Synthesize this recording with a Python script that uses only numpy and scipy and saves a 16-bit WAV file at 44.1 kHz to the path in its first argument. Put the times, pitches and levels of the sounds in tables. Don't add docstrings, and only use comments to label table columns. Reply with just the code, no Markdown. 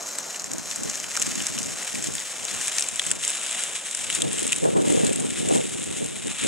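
import sys
import numpy as np
from scipy import signal
from scipy.fft import rfft, irfft
from scipy.io import wavfile
from scipy.ndimage import uniform_filter1d

SR = 44100
rng = np.random.default_rng(int(sys.argv[2]) if len(sys.argv) > 2 else 0)


def bounce(signal):
    frames = np.transpose(np.atleast_2d(signal))
    limited = np.clip(frames, -1, 1)
    pcm = np.round(limited * 32767).astype(np.int16)
    wavfile.write(sys.argv[1], SR, pcm)


def magnitude_from_level(level_db):
    exponent = np.asarray(level_db, float) / 20
    return 10 ** exponent


N = 285414


def evened(x):
    return x / np.sqrt(np.mean(x ** 2) + 1e-20)


def smooth_noise(samples, passes=1):
    x = rng.standard_normal(N)
    for _ in range(passes):
        x = uniform_filter1d(x, size=samples)
    return evened(x)


def read(points, hz, column=1):
    table = np.transpose(points)
    return np.interp(np.log(hz + 1), np.log(table[0] + 1), table[column])


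def curve(rows, column, t=None):
    table = np.transpose(rows)
    return np.interp(np.arange(N) / SR if t is None else t, table[0], table[column])


def ring(x, hz, width_hz):
    return signal.lfilter(*signal.iirpeak(hz, hz / width_hz, SR), x)


def rustle(bearing):
    cracks_per_s, spread_db, clump_db, t60_s = 2200, 2.0, 1.65, 0.0018
    slide_level, slide_hz = 0.73, 10500
    leaf_count = 24
    leaf = rng.integers(0, leaf_count, size=N)
    clumps = smooth_noise(500)
    size = magnitude_from_level(spread_db * np.minimum(rng.exponential(1, N), 3.5))
    size = size * (rng.random(N) < cracks_per_s / SR)

    t = np.arange(500) / SR
    decay = magnitude_from_level(-60 * t / t60_s)
    cracks = np.zeros((2, N))
    for k, shape in enumerate(rng.standard_normal((leaf_count, 2, len(t)))):
        hits = (size * (leaf == k))[None]
        cracks += signal.oaconvolve(hits, shape * decay, axes=1)[:, :N]

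    sliding = signal.lfilter(*signal.butter(2, slide_hz, fs=SR), rng.standard_normal((2, N)))
    litter = (slide_level * sliding + evened(cracks)) * magnitude_from_level(clump_db * clumps)
    bright, dull = (p / uniform_filter1d(p[0] ** 2, size=30000) ** .5 for p in housing(litter, bearing))
    steps = np.arange(0, N + 128, 128)
    bright_db, dull_db = (np.interp(np.arange(N), steps, level) for level in tread_db(steps / SR))
    return bright * magnitude_from_level(bright_db) + dull * magnitude_from_level(dull_db)


# start_s, level_db
TREAD_LEVEL = [(0, -38.5), (.55, -40.5), (1.08, -36.5), (1.3, -32), (1.75, -36), (2.4, -35.5), (2.6, -34),
               (2.94, -36), (3.16, -39), (3.4, -33.5), (3.8, -39), (4.3, -37), (4.55, -33.5), (4.7, -38),
               (5.0, -37), (5.45, -35.5), (6.2, -38.5), (6.47, -35.5)]
# centre_s, length_s, swell_db, extra_dull_db
LEAF_HEAPS = [(.07, .1, 5, -5), (0.17, 0.11, 3.5, -1.5), (0.356, 0.18, 3, -0.5), (0.694, 0.16, 4.5, -2),
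              (0.937, 0.17, 3.5, -0.5), (1.19, 0.13, 1.5, -0.5), (1.88, 0.23, 2, 0), (2.52, 0.068, 3, 1.5),
              (2.653, 0.13, 4.5, -1), (2.803, 0.14, 3.5, 0), (3.077, .12, 6.5, -1.5),
              (3.278, 0.16, 6.5, -1.5), (3.588, 0.25, 5.5, 1.5), (3.769, 0.08, 4.5, -0.5),
              (3.871, 0.033, 7.5, 0), (3.999, 0.14, 7, -1.5), (4.148, 0.097, 10, -2), (4.387, 0.2, 2.5, 1),
              (4.938, 0.2, 3.5, 0.5), (5.067, 0.17, 2.5, 1.5), (5.376, 0.12, 1.5, 2),
              (5.55, 0.059, 8.5, -2), (5.71, .1, 2, -1.5), (5.97, 0.18, 2, -0.5), (6.277, 0.095, 2, 2.5),
              (6.417, 0.1, 3.5, 5)]


def tread_db(t):
    dull_beside_db, dull_ahead_db = -8.5, -5.5
    s, length, swell_db, dull_db = np.transpose(LEAF_HEAPS)[:, :, None]
    swells = np.exp(-(2 * (t - s) / length) ** 2)
    bright = curve(TREAD_LEVEL, 1, t) + (swell_db * swells).sum(axis=0)
    under = dull_beside_db + (dull_ahead_db - dull_beside_db) * bearing_at(t)
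    under = under + (dull_db * swells).sum(axis=0)
    return bright, bright + under


# start_s, bearing_0_beside_1_ahead
TRUCK_BEARING = [(0, 0.24), (.7, 0.36), (1.5, 0.5), (2.4, 0.59), (3.5, 0.86), (5, 0.88), (6.47, 1)]


def bearing_at(t=None):
    return curve(TRUCK_BEARING, 1, t)


# start_s, peak_db, pitch_hz
LEAF_SNAPS = [(.186, -12, 8000), (.5163, -16, 7350), (.7127, -15, 6720), (1.1666, -12, 6020),
              (1.1728, -12.5, 6160), (1.2183, -11, 8720), (1.2241, -8.5, 6800), (1.2668, -11, 7820),
              (1.4686, -9.5, 6940), (2.6814, -9, 8300), (2.7841, -7.5, 5900), (2.809, -13, 7840),
              (2.8242, -10.5, 5800), (2.8872, -11.5, 7700), (3.1055, -15, 7400), (3.1148, -4.5, 8100),
              (3.2505, -13, 7100), (3.2789, -8.5, 7600), (3.3028, -13.5, 8850), (3.6372, -11.5, 7450),
              (3.9497, -12.5, 6300), (4.1017, -14.5, 7750), (4.1507, -12, 8100), (4.2205, -10, 7800),
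              (4.3308, -12.5, 9600), (4.4773, -14, 7560), (4.523, -8, 7840), (4.5294, -11, 7900),
              (5.0677, -12, 7030), (5.5541, -18, 7690)]
# start_s, peak_db, pitch_hz
STALK_CRACKS = [(.346, -30, 2800), (.36, -29, 1660), (.7132, -24, 3060), (.898, -36, 4530),
                (1.0428, -24, 2900), (1.1546, -21, 2100), (1.1736, -21, 1430), (1.2191, -22, 2860),
                (1.4038, -23.5, 2700), (1.5792, -23.5, 2880), (1.8275, -27, 2090), (1.9542, -22.5, 2270),
                (2.0428, -27, 2320), (2.1823, -24.5, 3540), (2.4833, -24, 3850), (2.7849, -21, 2200),
                (2.9968, -12, 3100), (3.018, -23.5, 990), (3.1156, -21.5, 1810), (3.2382, -20, 3240),
                (3.2626, -29, 2146), (4.1016, -18, 2950), (4.127, -22, 3250), (4.2206, -16, 3576),
                (4.3854, -24.5, 2970), (4.5228, -16.5, 2510), (4.5305, -14.5, 2490), (5.0685, -26, 4180),
                (5.6134, -27, 2630), (6.4701, -15, 2850)]


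def snaps(bearing):
    bright = bursts(LEAF_SNAPS, bearing, part=0, t60_s=0.0044, width_hz=2000, tone=3.9,
                    leak_db=-14.5, tail_db=-16, tail_t60_s=0.023)
    brief = bursts(ticks(), bearing, part=0, t60_s=0.0028, width_hz=2500, tone=2.5,
                   leak_db=-15, tail_db=-16.5, tail_t60_s=0.033)
    dull = bursts(STALK_CRACKS, bearing, part=1, t60_s=0.0087, width_hz=530, tone=5.9,
                  leak_db=0, tail_db=-13, tail_t60_s=0.031)
    return bright + brief + dull


# start_s, peak_db
LEAF_TICKS = [(0.362, -18.5), (.3972, -19), (.4428, -17), (0.5835, -17.5), (.7602, -14), (0.8345, -14.5),
              (.898, -14), (.9558, -15.5), (1.001, -15.5), (1.3789, -19), (1.5883, -13), (1.9562, -19),
              (2.0422, -17), (.5347, -15), (2.4519, -13), (2.614, -16), (2.9589, -15), (3.0651, -15.5),
              (5.1981, -19), (3.5116, -15.5), (4.3937, -14.5), (4.4678, -11.5), (4.5622, -13), (5.049, -15),
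              (5.1303, -15), (5.16, -19), (5.4884, -13), (5.8395, -16), (6.271, -18.5), (6.4702, -18)]


def ticks():
    stray_count = 64
    beside_db, ahead_db, spread_db = 11, 9.5, 8.5
    beside_hz, ahead_hz, scatter_hz = 6590, 8100, 910
    when, size = rng.random((stray_count, 2)).T
    s = when * (N - 1) / SR
    over_db = beside_db + (ahead_db - beside_db) * bearing_at(s) + spread_db * size
    rows = np.r_[LEAF_TICKS, np.c_[s, tread_db(s)[0] + over_db]]
    hz = beside_hz + (ahead_hz - beside_hz) * bearing_at(rows[:, 0])
    return np.c_[rows, hz + scatter_hz * rng.uniform(-1, 1, len(rows))]


def bursts(events, bearing, part, t60_s, width_hz, tone, leak_db, tail_db, tail_t60_s):
    t = np.arange(1000) / SR
    out = np.zeros((2, N + len(t)))
    rise = 1 - np.exp(-t / 0.00032)
    envelope = rise * (magnitude_from_level(-60 * t / t60_s) + magnitude_from_level(tail_db - 60 * t / tail_t60_s))
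    for (s, db, hz), noise in zip(events, rng.standard_normal((len(events), 2, len(t)))):
        burst = noise * envelope
        bands = housing(burst + tone * ring(burst, hz, width_hz), bearing[round(s * SR)])
        main, other = (b / abs(b[0]).max() for b in (bands[part], bands[1 - part]))
        at = max(round(s * SR) - abs(main[0]).argmax(), 0)
        out[:, at:at + len(t)] += magnitude_from_level(db) * (main + magnitude_from_level(leak_db) * other)
    return out[:, :N]


# freq_hz, density_db_per_hz
BESIDE_COLOUR = [(150, -75), (1000, -11), (1800, -2.5), (2400, -7), (3400, -20.5), (4050, -6), (4600, -10),
                 (5200, -6), (6800, 0), (7900, -5.5), (9000, -21), (11500, -12), (13500, -21.5),
                 (16000, -29.5)]
# freq_hz, density_db_per_hz
AHEAD_COLOUR = [(150, -74), (1000, -15), (1700, -6.5), (2700, -3), (3900, -7), (4400, -14), (5300, -14),
                (6200, -9.5), (7000, -1), (8000, 0), (9300, -2.5), (10800, -11.5), (12000, -24),
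                (16000, -32)]


def housing(x, bearing):
    split_hz, notch_hz = 4160, 4400
    hz = np.fft.rfftfreq(2048, 1 / SR)
    beside, ahead = (signal.oaconvolve(x, causal(read(colour, hz))[None], axes=1)[:, :x.shape[1]]
                     for colour in (BESIDE_COLOUR, AHEAD_COLOUR))
    coloured = (1 - bearing) * beside + bearing * ahead
    coloured = coloured - 0.41 * ring(coloured, notch_hz, 300)
    return [signal.sosfilt(signal.butter(4, split_hz, side, fs=SR, output="sos"), coloured)
            for side in ("high", "low")]


def causal(db):
    log_gain = np.log(magnitude_from_level(np.maximum(db, -100)))
    full = np.r_[log_gain, log_gain[-2:0:-1]]
    spectrum = np.exp(full - 1j * signal.hilbert(full).imag)
    return np.fft.ifft(spectrum).real[:len(db) // 2]


# freq_hz, beside_db, ahead_db, tied_share_0_1, lead_rad
PORT_DIFFERENCE = [(900, -15, -11, 0, 0), (1700, -16, -9, 0.03, 0), (2660, -2, -10, 0.5, -1.96),
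                   (4520, -5, -3, 0.63, -0.3), (5400, -14.5, 0.5, 0.43, 1.5), (6600, -21, -7, .25, 0.7),
                   (7470, -15, -4, .55, 2), (8600, -0.5, -4, 0.73, 0), (9600, -9, -8, 0.43, 0.6),
                   (11500, -2, 0, 0.3, -0.3), (13000, -24, 4.5, 0, 10), (16000, -4, -1, .1, -9)]


def ports(leaves, bearing):
    hz = np.fft.rfftfreq(N, 1 / SR)
    tied = np.clip(read(PORT_DIFFERENCE, hz, column=3), 0, 1)
    turn = np.exp(1j * read(PORT_DIFFERENCE, hz, column=4))
    z = np.sqrt(tied) * turn * rfft(leaves[0]) + np.sqrt(1 - tied) * rfft(leaves[1])
    beside, ahead = (irfft(z * magnitude_from_level(read(PORT_DIFFERENCE, hz, column=k)), N) for k in (1, 2))
    return np.array([leaves[0], (1 - bearing) * beside + bearing * ahead])


# freq_hz, density_db_per_hz
GEAR_COLOUR = [(30, -60), (100, -27), (170, -6), (350, -6), (620, 0.5), (1000, -5), (1500, -5.5),
               (2400, -62)]
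# start_s, level_db
GEAR_LEVEL = [(0, -44.5), (1.5, -47.5), (3, -47), (4.5, -50), (6.47, -52)]


def gears():
    mesh_hz, throb, side_db, strain_db = 112, 0.051, -6, 1.5
    hz = np.fft.rfftfreq(1024, 1 / SR)
    whirr = evened(shaped(read(GEAR_COLOUR, hz)[:, None] + np.zeros(N // 128 + 9)))
    waver = 1 + 0.12 * smooth_noise(9000)
    whirr *= 1 + throb * np.cos(2 * np.pi * np.cumsum(mesh_hz * waver) / SR)
    strain = smooth_noise(2500, passes=2)
    return whirr * magnitude_from_level(curve(GEAR_LEVEL, 1) + strain_db * strain + 1.0 + [[0.], [side_db]])


def shaped(db_field):
    a, b = rng.standard_normal((db_field.shape[1], 513, 2, 2)).T
    return signal.istft((a + 1j * b) * magnitude_from_level(db_field), nperseg=1024, noverlap=896)[1][:, :N]


# start_s, end_s, pulses_per_s, pitch_hz, width_hz
INSECT_BUZZ = (2.132, 2.295, 64.5, 15200, 700)


def insect():
    level_db, side = -54, .7
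    start_s, end_s, per_s, hz, width_hz = INSECT_BUZZ
    t = np.arange(N) / SR - start_s
    pulses = np.exp(-((t * per_s + .5) % 1 - .5) ** 2 / .03)
    pulses = pulses * (t > -.007) * (t < end_s - start_s)
    tone = ring(ring(rng.standard_normal(N), hz, width_hz), hz, width_hz)
    return np.outer([1, side], magnitude_from_level(level_db) * evened(tone) * pulses)


# freq_hz, density_db_per_hz
GUST_COLOUR = [(20, -54), (45, -42), (90, -21.5), (132, -9), (218, -1), (340, -4.5), (490, -4.5),
               (655, -11.5), (900, -16.5), (1600, -35), (2600, -62)]
# freq_hz, gain_db
WIND_IN_SUM = [(30, -10), (80, -11.5), (160, -14), (300, -21), (900, -15.5)]


def wind():
    dulling, knee_hz, bass_hz, bass_lag = 0.59, 330, 210, 0.66
    patchy_db, lumps_db, sum_squeeze, port_cut_hz = 1.5, 2.5, 0.043, 75
    t = np.arange(N // 128 + 9) * 128 / SR
    hz = np.fft.rfftfreq(1024, 1 / SR)
    octaves = np.log2(np.maximum(hz, knee_hz) / knee_hz)
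    octaves -= bass_lag * np.log2(bass_hz / np.clip(hz, 40, bass_hz))
    frame_db = gust_db(t)
    force_db = np.interp(np.arange(N) / SR, t, frame_db)
    weakness_db = -17.5 - frame_db

    patches = uniform_filter1d(rng.standard_normal((len(hz), len(t))), size=5, axis=0)
    patches = evened(uniform_filter1d(patches, size=20))
    field_db = read(GUST_COLOUR, hz)[:, None] + patchy_db * patches
    eddies = evened(shaped(field_db - dulling * np.outer(octaves, weakness_db)))
    lumps = smooth_noise(300, passes=2)
    total, difference = eddies * magnitude_from_level(force_db + lumps_db * lumps)

    total *= magnitude_from_level(-sum_squeeze * (force_db + 24.5))
    total = irfft(rfft(total) * magnitude_from_level(read(WIND_IN_SUM, np.fft.rfftfreq(N, 1 / SR))), N)
    difference = signal.lfilter(*signal.butter(2, port_cut_hz, "high", fs=SR), difference)
    return np.array([total, difference])


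# arrival_s, level_db, hold_s
GUST_EVENTS = [(0.446, -40, .05), (0.533, -29, .005), (0.658, -44, 0.045), (0.8, -29, 0.061),
               (0.988, -41.5, 0.092), (1.206, -32.5, 0.19), (1.528, -33, 0.11), (1.664, -31.5, 0.016),
               (1.95, -30, 0.073), (2.082, -29, 0.015), (2.415, -43, .005), (2.537, -36, 0.027),
               (2.93, -39, .005), (3.06, -34.5, 0.096), (4.007, -39, .14), (4.187, -30.5, .02),
               (4.239, -20, .005), (4.3, -32, 1.87), (4.433, -29, 0.019), (4.653, -15, .01),
               (4.763, -16, .02), (4.841, -19.5, .26), (5.2, -24, 0.055), (5.404, -24, 0.12),
               (5.508, -17, 0.063), (5.75, -48, 0.018), (5.905, -31, .005), (6.013, -24.5, 0.02),
               (6.25, -28.5, 0.027), (6.448, -21.5, .05)]


def gust_db(t):
    rise_db_per_s, fall_db_per_s, calm_db = 388, 181, -74
    s, db, hold = np.transpose(GUST_EVENTS)[:, :, None]
    level_db = db - rise_db_per_s * np.maximum(s - t, 0)
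    level_db = level_db - fall_db_per_s * np.maximum(t - s - hold, 0)
    return 10 * np.log10(magnitude_from_level(2 * calm_db) + magnitude_from_level(2 * level_db).sum(axis=0))


def scene():
    bearing = np.clip(bearing_at(), 0, 1)
    leaves = rustle(bearing) + snaps(bearing)
    total, difference = ports(leaves, bearing) + wind() + gears() + insect()
    return np.array([total + difference, total - difference])


def top_cut(x):
    return signal.sosfilt(signal.butter(12, 16360, fs=SR, output="sos"), x)


def record(dry):
    low_cut_hz, edge_hz = 48, 15780
    limited = signal.lfilter(*signal.butter(2, low_cut_hz, "high", fs=SR), dry)
    band_limit = signal.firwin(401, edge_hz, window=("kaiser", 7), fs=SR)
    limited = signal.oaconvolve(limited, band_limit[None], "same")
    return top_cut(limited)


dry = scene()
out = record(dry)
bounce(out)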